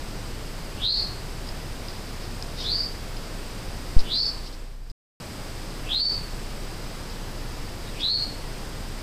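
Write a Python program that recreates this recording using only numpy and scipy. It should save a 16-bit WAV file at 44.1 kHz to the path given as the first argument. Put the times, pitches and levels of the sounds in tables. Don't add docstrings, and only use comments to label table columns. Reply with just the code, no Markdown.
import sys
import numpy as np
from scipy import signal
from scipy.fft import rfft, irfft, next_fast_len
from scipy.io import wavfile
from scipy.ndimage import uniform_filter1d

SR = 44100
rng = np.random.default_rng(int(sys.argv[2]) if len(sys.argv) > 2 else 0)


def wrap_up_sound(samples):
    columns = np.atleast_2d(samples).T
    tamed = np.clip(columns, -1, 1)
    steps = np.round(tamed * 32767).astype(np.int16)
    wavfile.write(sys.argv[1], SR, steps)


N = 397782

SWITCH_S, MUTE_S, RESUME_S, HUM_BACK_S = 3.966, 4.917, 5.201, 5.38
CUTOFF_HZ = 15350


def from_db(db):
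    return 10 ** (np.asarray(db) / 20)


def rms_one(x):
    return x / np.sqrt(np.mean(x ** 2) + 1e-20)


def clock():
    return np.arange(N) / SR


def drift(rate_hz):
    count = next_fast_len(N // 10 + 2)
    hz = np.fft.rfftfreq(count, 10 / SR)
    smoothed = rfft(rng.standard_normal(count)) / (1 + (hz / rate_hz) ** 2)
    slow = rms_one(irfft(smoothed, count))
    return np.interp(np.arange(N) / 10, np.arange(count), slow)


def coloured_noise(spectrum, low_hz=10, high_hz=CUTOFF_HZ):
    hz = np.fft.rfftfreq(N, 1 / SR) + 1e-9
    points_hz, points_db = np.transpose(spectrum)
    gain = from_db(np.interp(np.log(hz), np.log(points_hz), points_db))
    gain = gain * (hz > low_hz) * (hz < high_hz)
    return rms_one(irfft(rfft(rng.standard_normal(N)) * gain, N))


def ring(clicks, hz, t60):
    radius = from_db(-60 / (t60 * SR))
    angle = 2 * np.pi * hz / SR
    poles = [1, -2 * radius * np.cos(angle), radius * radius]
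    return signal.lfilter([0, np.sin(angle)], poles, clicks + 1e-18)


def forest(x, near_db, near_t60, far_db, far_t60):
    t = np.arange(SR) / SR
    response = np.zeros(SR)
    response[0] = 1
    for level_db, t60 in ((near_db, near_t60), (far_db, far_t60)):
        scatter = rng.standard_normal(SR) * np.exp(-np.log(1000) * t / t60)
        response += from_db(level_db) * rms_one(scatter) / np.sqrt(SR)
    return signal.fftconvolve(x, response / np.linalg.norm(response))[:N]


# (frequency [Hz], relative level per Hz [dB])
HISS_LOW = [(30, -5), (55, -7), (100, -6), (200, -11.5), (400, -15), (720, -19), (1500, -23.5), (3500, -28)]
HISS_HIGH = [(3500, -0.5), (4300, 0), (4750, 3.5), (5050, 3.5), (5450, -1.5), (6200, -5), (7100, -6),
             (8200, -4), (8700, -8.5), (12000, -11.5), (15300, -14.5)]


def hiss(split_hz=3500, low_db=-37, high_db=-46):
    low = from_db(low_db) * coloured_noise(HISS_LOW, high_hz=split_hz)
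    high = from_db(high_db) * coloured_noise(HISS_HIGH, low_hz=split_hz)
    return low + high


# (multiple of the frame rate [1], rms level [dB])
HUM = [(1, -36.5), (2, -52.5), (4, -55), (5, -62.5)]


def hum(frame_hz=29.5, whine_hz=12000, whine_db=-75, rumble_db=-44):
    t = clock()
    lines = np.zeros(N)
    for multiple, db in HUM:
        lines += from_db(db) * np.sin(2 * np.pi * (multiple * frame_hz * t + rng.random()))
    rumble = from_db(rumble_db) * drift(25)
    running = (t < MUTE_S) | (t > HUM_BACK_S)
    soft_switch = uniform_filter1d(running * 1., 400)
    whine = np.sqrt(2) * from_db(whine_db) * np.sin(2 * np.pi * whine_hz * t)
    return (np.sqrt(2) * lines + rumble) * soft_switch + whine


# (time [s], starting level of the ring [dB])
CLICK = (2.4254, -18)


def click(ring_hz=5100, ring_t60=.0055):
    s, db = CLICK
    tick = from_db(db) * signal.unit_impulse(N, int(s * SR))
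    return ring(tick, ring_hz, ring_t60)


def thump(level_db=0.0, rise_s=0.0033, fall_s=0.034, rebound_hz=3.0):
    age = np.maximum(clock() - SWITCH_S, 0)
    step = (1 - np.exp(-age / rise_s)) * np.exp(-age / fall_s)
    return -from_db(level_db) * step * np.cos(2 * np.pi * rebound_hz * age)


# (start [s], end [s], mean pitch [Hz], mean amplitude [dB])
TRILLS = [(0, 2.5, 8500, -61.5), (3.3, 7.1, 8480, -59.5), (7.8, 9.1, 8450, -58), (0, 0.58, 8060, -60),
          (2.3, 2.9, 8130, -62), (3.25, 3.5, 8110, -57), (4.3, 7.3, 7740, -62.5)]


def insects(stroke_hz=26.4, depth=0.93, spread_hz=55, fade_s=.08):
    t, out = clock(), np.zeros(N)
    for start, end, hz, db in TRILLS:
        singing = np.clip(np.minimum(t - start, end - t) / fade_s + .5, 0, 1)
        strokes = 1 + depth * np.sin(2 * np.pi * (stroke_hz * t + rng.random()))
        tone = np.sin(2 * np.pi * np.cumsum(hz + spread_hz * drift(120)) / SR)
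        out += from_db(db) * singing * strokes * tone
    return out


# (centre time [s], length [s], mean pitch [Hz], rms level at the centre [dB])
PEEPS = [(2.603, .05, 3780, -38), (7.88, 0.032, 3860, -46)]


def peeps(waver=.028):
    t, out = clock(), np.zeros(N)
    wavering_clock = np.cumsum(1 + waver * drift(200)) / SR
    for s, length, hz, db in PEEPS:
        swell = np.exp(-(2 * (t - s) / length) ** 2)
        out += from_db(db) * swell * rms_one(np.sin(2 * np.pi * hz * wavering_clock))
    return forest(out, near_db=-3.0, near_t60=.12, far_db=-3.0, far_t60=.5)


# (frequency [Hz], relative level per Hz [dB])
LEAVES = [(1500, -24.5), (2800, -12), (3700, -5.5), (4300, -0.5), (5000, 2), (5600, -6), (6500, -21.5),
          (12000, -36)]
# (centre time [s], length [s], level at the centre before the grain [dB])
RUSTLES = [(1.48, 0.041, -48), (1.923, 0.12, -47.5), (2.09, .04, -49), (2.24, .07, -48),
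           (2.624, 0.1, -35.5), (4.002, 0.032, -38.5), (4.465, .05, -38.5), (4.536, 0.037, -42),
           (4.908, 0.011, -47), (7.113, .04, -45), (8.01, .035, -41)]


def rustles(grain_db=1.5):
    t, swell = clock(), np.zeros(N)
    for s, length, db in RUSTLES:
        swell += from_db(db) * np.exp(-(2 * (t - s) / length) ** 2)
    grain = from_db(grain_db * drift(250))
    return swell * grain * coloured_noise(LEAVES)


# (time [s], strength before the trims in snaps() [dB])
SNAPS = [(1.4735, -35), (1.489, -26), (1.8844, -27), (3.169, -31), (3.9928, -20), (4.8998, -26)]


def snaps(level_db=-2.0, ring_hz=5000, ring_t60=0.017, crack_db=-7.0, crack_s=0.0014):
    t, clicks, cracks = clock(), np.zeros(N), np.zeros(N)
    for s, db in SNAPS:
        clicks[int(s * SR)] = from_db(db)
        cracks += from_db(db + crack_db) * np.exp(-np.abs(t - s) / crack_s) * (t >= s)
    ringing = from_db(level_db) * ring(clicks, ring_hz, ring_t60)
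    dry_snaps = ringing + cracks * coloured_noise(LEAVES)
    return forest(dry_snaps, near_db=-4.5, near_t60=.08, far_db=-18.5, far_t60=.4)


LEAD_S, LEAD_HZ_PER_S = .085, 4000
SWELL_DB, SWELL_SHARE = 16, 0.5
FADE_DB, FADE_CURVE = 17, 1.33


def whistle_shape(age, slide_s, length_s, lead_hz, low_hz, top_hz):
    slide = np.clip(age / slide_s, 0, 1)
    fade = np.clip((age - slide_s) / max(length_s - slide_s, 1 / SR), 0, 1)
    lead_pitch = lead_hz + LEAD_HZ_PER_S * age
    slide_pitch = low_hz + (top_hz - low_hz) * np.sin(np.pi / 2 * slide)
    hz = np.where(age < 0, lead_pitch, slide_pitch)
    db = -SWELL_DB * np.maximum(1 - slide / SWELL_SHARE, 0) ** 2 - FADE_DB * fade ** FADE_CURVE
    onset = np.minimum(1 + age / LEAD_S, 1) ** 2
    return hz, from_db(db) * onset, fade


# (slide start [s], slide length [s], length from slide start [s], pitch at end of lead-in [Hz],
#  low pitch [Hz], top pitch [Hz], level at full swell [dB], mean buzz rate [Hz], rasp before the fade [0-1])
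WHISTLES = [ (0.818, 0.11, 0.23, 3000, 3300, 4340, -17.5, 369, 0.49),
            (2.63, 0.14, 0.24, 3160, 3070, 4640, -24.5, 312, 0.56),
            (4.082, 0.15, 0.23, 3000, 3263, 4520, -21, 508, 0.6),
            (5.88, .162, 0.288, 2752, 2870, 4540, -20.3, 363, 0.26),
            (7.998, 0.13, 0.24, 2710, 3267, 4344, -19, 350, .22), ]


def bird(swing=0.96, throb=0.67, jitter=0.014, slide_jitter=.023, settled_hz=4400, jitter_hz=220,
         buzz_jitter=.05, shimmer_db=1.6, wander=0.00704, beak_hz=5250, rasp_growth=1.4):
    t, out = clock(), np.zeros(N)
    buzz_clock = np.cumsum(1 + buzz_jitter * drift(40)) / SR
    shake = drift(jitter_hz)
    shimmer = shimmer_db * drift(48)
    waver = wander * drift(13.6)
    for start, slide_s, length_s, lead_hz, low_hz, top_hz, level_db, buzz_hz, call_rasp in WHISTLES:
        on = (t > start - LEAD_S) & (t < start + length_s)
        hz, gain, fade = whistle_shape(t[on] - start, slide_s, length_s, lead_hz, low_hz, top_hz)
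        rasp = np.clip(call_rasp * (1 + rasp_growth * fade), 0, 1)
        hoarseness = jitter + slide_jitter * np.clip(4 * np.log2(settled_hz / hz), 0, 3)
        buzz = np.cos(2 * np.pi * buzz_hz * buzz_clock[on])
        shaken_hz = hz * (1 + waver[on] + hoarseness * shake[on]) + swing * rasp * buzz_hz * buzz
        phase = 2 * np.pi * np.cumsum(shaken_hz) / SR
        tone = rms_one(np.sin(phase) * (1 + throb * rasp * buzz))
        level = gain * from_db(level_db + shimmer[on])
        out[on] += tone * level * signal.windows.tukey(on.sum(), .04)
    beak = signal.butter(10, min(beak_hz, .45 * SR), fs=SR, output="sos")
    return forest(signal.sosfilt(beak, out), near_db=3.5, near_t60=0.18, far_db=0.5, far_t60=0.46)


def scene():
    air = hiss() + click() + insects() + peeps() + rustles() + snaps() + bird()
    return np.array([air, air])


def limiter(x, threshold_db=-23.5, release_db_per_s=150):
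    level_db = 10 * np.log10(np.abs(uniform_filter1d(x ** 2, size=500)) + 1e-12)
    ramp = release_db_per_s * clock()
    over_db = np.maximum.accumulate(np.maximum(level_db - threshold_db, 0) + ramp) - ramp
    return x * from_db(-uniform_filter1d(over_db, size=200))


# (time [s], level [dB])
SAG = [(4.05, 0), (4.42, -2.5), (4.6, -6.5), (4.8, -14.5), (4.92, -13), (5.1, 0.04)]
# (frequency [Hz], relative level per Hz [dB])
SIDE_NOISE = [(30, 46), (120, 24), (500, 6), (2000, 5), (4500, 2), (8000, 5.5), (15000, 6)]


def record(dry, side_noise_db=-61):
    t = clock()
    sensitivity = from_db(np.interp(t, *np.transpose(SAG)))
    microphone = dry.mean(axis=0) * sensitivity
    limited = limiter(microphone + hum()) + thump()
    side_noise = np.array([coloured_noise(SIDE_NOISE) for side in dry])
    out = limited + from_db(side_noise_db) * side_noise
    out = out * ((t < MUTE_S) | (t > RESUME_S))
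    top_cut = signal.firwin(255, CUTOFF_HZ, fs=SR)
    return signal.fftconvolve(out, top_cut[None], "same", axes=1)


dry = scene()
out = record(dry)
wrap_up_sound(out)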